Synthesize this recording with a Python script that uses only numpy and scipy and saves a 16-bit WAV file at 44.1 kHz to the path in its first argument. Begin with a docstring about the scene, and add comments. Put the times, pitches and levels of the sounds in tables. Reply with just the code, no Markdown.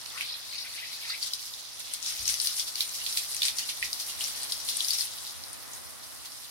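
"""Garden hose on a tiled patio.

A thin jet gurgles into the soil of a small pot, trapping bubbles that ring. It fans out:
lumps of water slap on a big tub, leaves and tiles, over a patter of drops and mist.
The spray moves off and patters on. Tiles and house wall echo the water over a faint
outdoor rumble; air and handling bump the hand-held microphone."""
import sys
import numpy as np
from scipy import signal
from scipy.fft import rfft, irfft, next_fast_len
from scipy.io import wavfile

SR = 44100
rng = np.random.default_rng(int(sys.argv[2]) if len(sys.argv) > 2 else 0)


def to_wav(s):
    """Save 16-bit WAV."""
    ch = np.atleast_2d(s).T  # columns
    pcm = np.round(np.clip(ch, -1, 1) * 32767)  # PCM
    wavfile.write(sys.argv[1], SR, pcm.astype(np.int16))


N = 286650
TIME = np.arange(N) / SR


def amp(db):
    """Decibels to gain."""
    return 10 ** (np.asarray(db) / 20)


def unit(x):
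    """Scale to rms 1."""
    return x / np.sqrt(np.mean(x ** 2) + 1e-20)


def panned(db):
    """Stereo gains for a left-minus-right level."""
    return amp(np.array([[.5], [-.5]]) * db)


def curve(rows, column=1):
    """Time table column at every sample."""
    columns = np.transpose(rows)
    return np.interp(TIME, columns[0], columns[column])


def at_hz(rows, hz, column=1):
    """Frequency table column, interpolated on a log axis."""
    columns = np.transpose(rows)
    return np.interp(np.log(hz + 1), np.log(columns[0]), columns[column])


def colour(x, rows, column=1):
    """Filter by a table of freq_hz, gain_db."""
    size = next_fast_len(N + 4096)
    gain = amp(at_hz(rows, np.fft.rfftfreq(size, 1 / SR), column))
    return irfft(rfft(x, size) * gain, size)[..., :N]


def add(mix, start_s, sound):
    """Mix in a stereo sound."""
    part = mix[:, max(round(start_s * SR), 0):][:, :sound.shape[1]]
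    part += sound[:, :part.shape[1]]


def wander(step_s, t):
    """Random drift, rms about 1."""
    knots = rng.standard_normal(1024)
    return 1.2 * np.interp(t / step_s, np.arange(len(knots)), knots)


def swell(t, rise_s, fall_s):
    """Exponential rise and fall, peak 1 at t = 0."""
    return np.exp(np.minimum(t / rise_s, -t / fall_s))


def ping(hz, cycles, rise=0., size=1024):
    """Air pocket ring: soft onset, decay over a few cycles, optional pitch rise."""
    age = np.arange(size) / SR * hz / cycles
    return unit(age * np.exp(-2 * age) * np.sin(2 * np.pi * cycles * (age + rise * age ** 2 / 2)))


def bubble(centre_hz, scatter, cycles, spread_db, draws):
    """One rising stereo bubble; four draws in 0-1 set strength, pitch, pan and lag."""
    strength, tune, side, lag = draws
    hz = centre_hz * ((tune + .03) / (1.03 - tune)) ** (scatter / 2)
    ring = ping(hz, cycles, rise=0.063) * amp(spread_db * min(-np.log(1 - strength), 3))
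    return np.array([ring, np.roll(ring, int(10 * lag))]) * panned(8 * (side - .5))


def splash(envelope, hz, lowest_hz, width_octaves, skirt_db):
    """Noise burst: one resonance in a skirt of hiss, cut below lowest_hz."""
    freq_hz = np.fft.rfftfreq(len(envelope), 1 / SR) + 1
    resonance = np.exp(-.5 * (np.log2(freq_hz / hz) / width_octaves) ** 2)
    skirt = amp(skirt_db) / np.sqrt(1 + (freq_hz / (2 * hz)) ** 2)
    gain = (resonance + skirt) / (1 + (lowest_hz / freq_hz) ** 10)
    hiss = irfft(rfft(rng.standard_normal((2, len(envelope)))) * gain) * envelope
    return hiss / np.sqrt((hiss ** 2).sum(1, keepdims=True) / (envelope ** 2).sum())


# Lowest ring of the wet surface, deep in soil, thin on leaves: time_s, pitch_hz
SURFACE_RING = [(.2, 1300), (1.2, 2980), (2.1, 2980), (2.3, 2100), (2.45, 2880), (2.8, 2180), (3.4, 1720),
                (3.83, 1600), (3.95, 3100), (4.2, 2400), (4.5, 2960)]
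# Water lumps on pots, leaves and tiles: start_s, crack_db, pitch_hz, pan_db, droplets_db
LUMPS = [(.059, -31.5, 4850, -11, -46.5), (0.176, -32.5, 2440, 9, -36.5), (0.2081, -19.5, 2580, -2, -31.5),
         (.5823, -28, 4530, 8, -48), (1.227, -18.5, 4600, 5.5, -29), (1.2615, -29, 3990, -3, -31.5),
         (1.3342, -15, 4700, -0.5, -34), (1.538, -26, 4220, 1, -51), (1.65, -38, 4720, 2, -55),
         (1.795, -30, 8000, -6, -34), (1.9356, -21, 8450, 1, -31.5), (2.026, -24.5, 6130, 9, -39),
         (2.061, -23.5, 5100, 8, -45), (2.2543, -21, 4970, 5, -34), (2.2778, -11, 6300, -1.5, -34),
         (2.2894, -16.5, 5230, 4, -25.5), (2.3402, -16, 5560, 0.5, -34), (2.3997, -14.5, 4900, 2, -41),
         (2.4145, -21.5, 8800, 4, -34), (2.4572, -21, 4800, 1, -46), (2.4713, -13, 4600, 3.5, -41),
         (2.595, -16, 5000, 0, -28.5), (2.675, -28, 5000, -2, -31.5), (2.755, -19, 4700, 2, -36),
         (2.78, -30, 4400, -1, -31.5), (2.806, -12, 4260, -4.5, -25.5), (2.892, -24.5, 6840, 5, -41),
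         (2.943, -28, 5500, 2, -33.5), (3.063, -18, 3900, -3, -32.5), (3.1253, -21.5, 4980, -6, -42),
         (3.1716, -14, 4240, -3, -26.5), (3.3463, -22.5, 9000, 0, -40), (3.365, -20, 6200, 0, -40),
         (3.4189, -12.5, 3700, 0, -32), (3.4308, -11.5, 4250, -3, -29), (3.452, -14.5, 4670, 3, -26),
         (3.482, -15, 3880, -5, -31), (3.5836, -17.5, 5140, -3, -25.5), (3.6898, -20, 4200, -3, -29),
         (3.8263, -17, 2270, -4, -36), (3.845, -24, 5800, 2.5, -31), (3.929, -16.5, 4900, 0, -41),
         (3.997, -24, 5000, 1, -29.5), (4.088, -39, 5100, -3, -30.5), (4.2074, -22, 3120, 1, -29),
         (4.239, -19, 5540, 1, -30), (4.272, -26, 7000, -4, -32), (4.36, -34, 5500, 9, -37),
         (4.431, -27, 8360, 3, -36), (4.521, -15, 4600, 1, -31), (4.6875, -18.5, 3670, 3.5, -28),
         (4.7687, -20, 9300, 4, -35), (4.8049, -14.5, 3600, 1, -36), (4.846, -19.5, 4860, 6, -42),
         (4.883, -16, 5560, 0, -29.5), (4.9057, -12.5, 4860, 4, -45), (4.9322, -17, 5330, 2, -26),
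         (4.9842, -20, 5100, 10, -31.5), (5.008, -14.5, 4640, 1, -28.5), (5.184, -28.5, 4000, 0, -42),
         (5.2663, -30, 4230, 2, -39), (5.437, -27.5, 4940, -7, -45), (5.53, -31, 9000, 5, -43),
         (5.7336, -28, 6440, 1, -45), (6.0314, -36, 4260, 0, -42), (6.25, -45, 6000, -4, -37.5),
         (6.3185, -32, 5070, -3, -44)]


def slaps(crack_gain_db=-5.5, droplets_gain_db=-7, droplet_hz=4500, crack_s=0.00077,
          throw_s=0.014, fall_s=0.013, lead_db=-7, lead_s=0.0038, clump_db=-0.5, clump_s=.0013):
    """A few drops lead each lump; it bursts, then rains down in clumps of droplets."""
    out, ahead_s = np.zeros((2, N)), .02
    t = np.arange(6144) / SR - ahead_s
    age_s = np.maximum(t, 0)
    crack = (age_s / (2 * crack_s)) ** 2 * np.exp(2 - age_s / crack_s)
    shower = (1 - np.exp(-age_s / throw_s)) * np.exp(-age_s / fall_s)
    shower = shower / shower.max() + amp(lead_db) * np.exp(-abs(t) / lead_s)
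    for start_s, crack_db, hz, pan_db, droplets_db in LUMPS:
        lowest_hz = np.interp(start_s, *np.transpose(SURFACE_RING))
        shower_hz = np.sqrt(hz * droplet_hz)
        clumps = unit(amp(clump_db * wander(clump_s, t + ahead_s)))
        hit = splash(crack, hz, lowest_hz, width_octaves=0.18, skirt_db=-15.5)
        droplets = splash(shower * clumps, shower_hz, lowest_hz, width_octaves=0.46, skirt_db=-5.5)
        slap = amp(crack_db + crack_gain_db) * hit + amp(droplets_db + droplets_gain_db) * droplets
        add(out, start_s - ahead_s, panned(pan_db) * slap)
    return out


# Steady flow (thin jet, open fan, far off): time_s, level_db
STEADY_FLOW = [(0, -43.5), (.5, -47), (1.08, -40.5), (1.19, -44), (1.48, -43), (1.69, -46), (2.01, -42.5),
               (2.06, -33.5), (2.22, -40), (2.48, -36.5), (2.73, -44.5), (3.03, -38), (3.3, -40.5),
               (3.85, -44), (4.63, -40), (4.93, -35.5), (5.1, -43), (5.4, -47.5), (5.95, -50), (6.5, -47.5)]


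def landing_gain(wake_db=-7, lag_s=.008, rise_s=0.019, fall_s=0.018, uneven_db=0.82, uneven_s=.03):
    """Amount of water landing: uneven flow plus a wake of spray with each lump."""
    t = np.arange(0, N / SR, .001)
    flow = amp(curve(STEADY_FLOW) + uneven_db * wander(uneven_s, TIME))
    wake_power = sum((amp(droplets_db + wake_db) * swell(t - start_s - lag_s, rise_s, fall_s)) ** 2
                     for start_s, *_, droplets_db in LUMPS)
    return np.sqrt(flow ** 2 + np.interp(TIME, t, wake_power))


def drops(hz, per_s, spread_db=1.0, flurry_db=2.5, flurry_s=.025):
    """Drop ticks of one pitch, in flurries; each has its own pan and stereo lag."""
    when, weakness, side, lag = rng.random((int(per_s * N / SR), 4)).T
    at = (when * N).astype(int)
    lag_samples = np.round(36 * (lag - .5)).astype(int)
    level_db = flurry_db * wander(flurry_s, at / SR) - spread_db * np.minimum(-np.log(1 - weakness), 4)
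    left, right = amp(level_db) * panned(8 * (side - .5))
    impacts = np.zeros((2, N))
    impacts[0, at] = left
    impacts[1, (at + lag_samples) % N] = right
    return unit(signal.oaconvolve(impacts, ping(hz, cycles=1.46, size=512)[None], axes=1)[:, :N])


# Spray spectrum: freq_hz, gain_db
SPRAY_SPECTRUM = [(300, -18), (700, -31), (1500, -13), (2400, -12), (3100, -6), (4000, 1), (5200, 2.5),
                  (7000, -1.5), (10000, -8), (16000, -10.5)]
# Landing spot, soil to hard tile: time_s, mist_db, pan_db
SPRAY_AIM = [(0, -1.5, -3.5), (.7, 1, -2), (1.6, -1, -4.5), (2.1, -1, -1.5), (2.45, 4.5, -1),
             (2.75, 3, -2.5), (3.9, 3, -2.5), (4.9, 3, -1.5), (5.9, 4, -3), (6.5, 3, -4)]


def spray(mist_gain_db=1, mist_above_hz=7200, per_s_at_4khz=400):
    """Thousands of drops a second, the smallest most numerous; on tile they burst into mist."""
    patter, mist = np.zeros((2, 2, N))
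    for hz in np.geomspace(700, 15000, 16):
        layer = mist if hz > mist_above_hz else patter
        layer += np.sqrt(hz) * drops(hz, per_s_at_4khz * hz / 4000)
    patter = colour(patter, SPRAY_SPECTRUM)
    mist = colour(mist, SPRAY_SPECTRUM) * amp(curve(SPRAY_AIM) + mist_gain_db)
    return (patter + mist) / np.std(patter) * panned(curve(SPRAY_AIM, column=2))


def plinks(gain_db=-12, per_s=70):
    """Drops in standing water trap bubbles that ring for a few milliseconds."""
    out = np.zeros((2, N))
    for when, *draws in rng.random((int(per_s * N / SR), 5)):
        ring = bubble(centre_hz=4600, scatter=0.288, cycles=12, spread_db=5.0, draws=draws)
        add(out, when * N / SR, ring)
    return unit(out) * amp(gain_db)


# Jet on the wet soil of the small pot: time_s, level_db
SOIL_TRICKLE = [(0, -50), (.12, -49), (.19, -42.5), (.32, -36), (.42, -47), (.58, -36), (.7, -44),
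                (.77, -45), (.92, -37), (.98, -48), (1.11, -36), (1.19, -59)]


def bubbling(gain_db, centre_hz, per_s, scatter, cycles, spurt_db, spurt_s=.03, drift_octaves=0.069):
    """The jet traps bubbles in spurts; their common pitch drifts as it moves over the soil."""
    out = np.zeros((2, N))
    start_s, end_s = SOIL_TRICKLE[0][0], SOIL_TRICKLE[-1][0]
    pitch_hz = centre_hz * 2 ** (drift_octaves * wander(spurt_s, TIME))
    for when, *draws in rng.random((int(per_s * (end_s - start_s)), 5)):
        at_s = start_s + when * (end_s - start_s)
        add(out, at_s, bubble(pitch_hz[int(at_s * SR)], scatter, cycles, spread_db=3.5, draws=draws))
    out /= np.std(out[:, (TIME > start_s) & (TIME < end_s)])
    return out * amp(curve(SOIL_TRICKLE) + gain_db + spurt_db * wander(spurt_s, TIME))


# Jet digging into wet soil: peak_s, level_db, pitch_hz
SOIL_GLUGS = [(.172, -44.5, 1365), (.225, -45, 2530), (.29, -51, 2710), (.665, -47, 2100), (.79, -41, 2440),
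              (0.846, -43, 2370), (1.045, -43.5, 2580), (1.105, -47, 1605), (1.142, -40.5, 2310)]


def glugs(rise_s=0.027, fall_s=0.018, octaves_per_s=3.8, bubbles=80, size=8192):
    """The jet drags a bubble cloud into the puddle; pitch climbs as the hollow closes."""
    out, length_s = np.zeros((2, N)), size / SR
    envelope = swell(np.arange(size) / SR - length_s / 2, rise_s, fall_s)
    for peak_s, level_db, pitch_hz in SOIL_GLUGS:
        cloud = np.zeros((2, size))
        for k, (when, *draws) in enumerate(rng.random((bubbles, 5))):
            at_s = length_s * (k + when) / bubbles
            hz = pitch_hz * 2 ** (octaves_per_s * (at_s - length_s / 2))
            add(cloud, at_s, bubble(hz, scatter=0.296, cycles=9.2, spread_db=1.5, draws=draws))
        add(out, peak_s - length_s / 2, amp(level_db) * unit(cloud) * envelope)
    return out


# Patio reverberation: freq_hz, t60_s
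PATIO_DECAY = [(300, 0.23), (2000, 0.24), (5000, 0.21), (10000, 0.056), (16000, 0.14)]


def echoes(wall_db=-12, wall_s=0.0086, tail_db=-8, build_s=0.00051, reflections=6):
    """Response at one spot: quick echoes off tiles and wall, a short diffuse tail."""
    hz, t, noise = signal.stft(rng.standard_normal((2, 11264)), SR, nperseg=256)
    decay = amp(-60 * t / at_hz(PATIO_DECAY, hz)[:, None])
    onset = 1 - np.exp(-t / build_s)
    _, tail = signal.istft(noise * decay * onset, SR, nperseg=256)
    response = amp(tail_db) * tail / np.linalg.norm(tail[0])
    for side in response:
        at = (wall_s * SR * rng.uniform(.4, 1.8, reflections)).astype(int)
        side[at] += amp(wall_db) * rng.choice([-1, 1], reflections) / np.sqrt(reflections)
    return response


def patio(water, size=16384):
    """Direct sound plus echoes that change as water and microphone move."""
    out, fade = water.copy(), signal.windows.cosine(size)
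    for start in range(0, N, size // 2):
        part = water[:, start:start + size]
        add(out, start / SR, signal.fftconvolve(part * fade[:part.shape[1]], echoes(), axes=1))
    return out


# Outdoor background: freq_hz, density_db, stereo_correlation
RUMBLE_SPECTRUM = [(20, -24, -.8), (40, -19, -0.73), (64.6, 1.5, -1.03), (91, -5.5, -0.89),
                   (125, -8, -0.99), (248, -12, -0.84), (410, -14.5, -0.72), (650, -11.5, -0.38),
                   (1230, -11, 0.16), (1780, -13, 0.29), (2360, -18, -0.25), (8000, -21.5, 1)]
# Its slow swell: time_s, gain_db
RUMBLE_SWELL = [(0, 2), (1.4, -1), (2.2, 1.5), (3.3, 3), (4, 3.5), (4.4, 6.5), (5, 2.5), (5.7, 5),
                (6.5, 0.5)]


def rumble(level_db=-53, pan_db=-2.0, split_hz=140, bass_swell_share=0.72):
    """Distant rumble; the bass swells less and is in opposite phase left and right."""
    hz = np.fft.rfftfreq(N, 1 / SR)
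    left, independent = rfft(rng.standard_normal((2, N)))
    correlation = np.clip(at_hz(RUMBLE_SPECTRUM, hz, column=2), -1, 1)
    right = correlation * left + np.sqrt(1 - correlation ** 2) * independent
    air = unit(irfft(np.array([left, right]) * amp(at_hz(RUMBLE_SPECTRUM, hz)), N))
    bass = irfft(rfft(air) / (1 + (hz / split_hz) ** 4), N)
    swell_db = curve(RUMBLE_SWELL)
    swelling = bass * amp(bass_swell_share * swell_db) + (air - bass) * amp(swell_db)
    return swelling * amp(level_db) * panned(pan_db)


# Air and handling bumps: start_s, level_db
MIC_BUMPS = [(2.185, -54.5), (2.28, -64.5), (3.8, -62)]


def buffet(band_hz=(34, 100), stereo_width=0.95, peak_s=0.034):
    """Soft low bumps as the microphone swings."""
    noise = rng.standard_normal(N) + stereo_width * rng.standard_normal((2, N))
    low = signal.sosfilt(signal.butter(2, band_hz, "band", fs=SR, output="sos"), noise)
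    ages = [(np.maximum(TIME - start_s, 0) / peak_s, db) for start_s, db in MIC_BUMPS]
    return unit(low) * sum(amp(db) * age * np.exp(1 - age) for age, db in ages)


def scene():
    """Water on the patio, over the background."""
    trickle = bubbling(gain_db=-4.0, centre_hz=4180, per_s=810, scatter=0.14, cycles=11, spurt_db=4.0)
    burble = bubbling(gain_db=-15.0, centre_hz=2455, per_s=320, scatter=0.287, cycles=9, spurt_db=2.0)
    water = slaps() + landing_gain() * (spray() + plinks()) + trickle + burble + glugs()
    return patio(water) + rumble() + buffet()


# Microphone port response: freq_hz, left_db, right_db
MIC_PORTS = [(1100, 2, 3), (1710, 0, -1.5), (1910, 5.5, 1), (2370, 5, 1.5), (3930, -0.5, 0.5),
             (5830, 2, -4), (6420, 0.5, -9), (7930, -3.5, -3.5), (9670, 11, -3), (9850, 5.5, 1.5),
             (12250, -8, 4), (13600, -11, -1.5), (15800, -21, -3)]


def record(dry, cutoff_hz=15900):
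    """Each port colours its channel; a low-pass limits the band."""
    ports = np.array([colour(dry[0], MIC_PORTS, column=1), colour(dry[1], MIC_PORTS, column=2)])
    lowpass = signal.firwin(511, cutoff_hz, window=("kaiser", 9), fs=SR)
    return signal.oaconvolve(ports, lowpass[None], "same")


dry = scene()
out = record(dry)
to_wav(out)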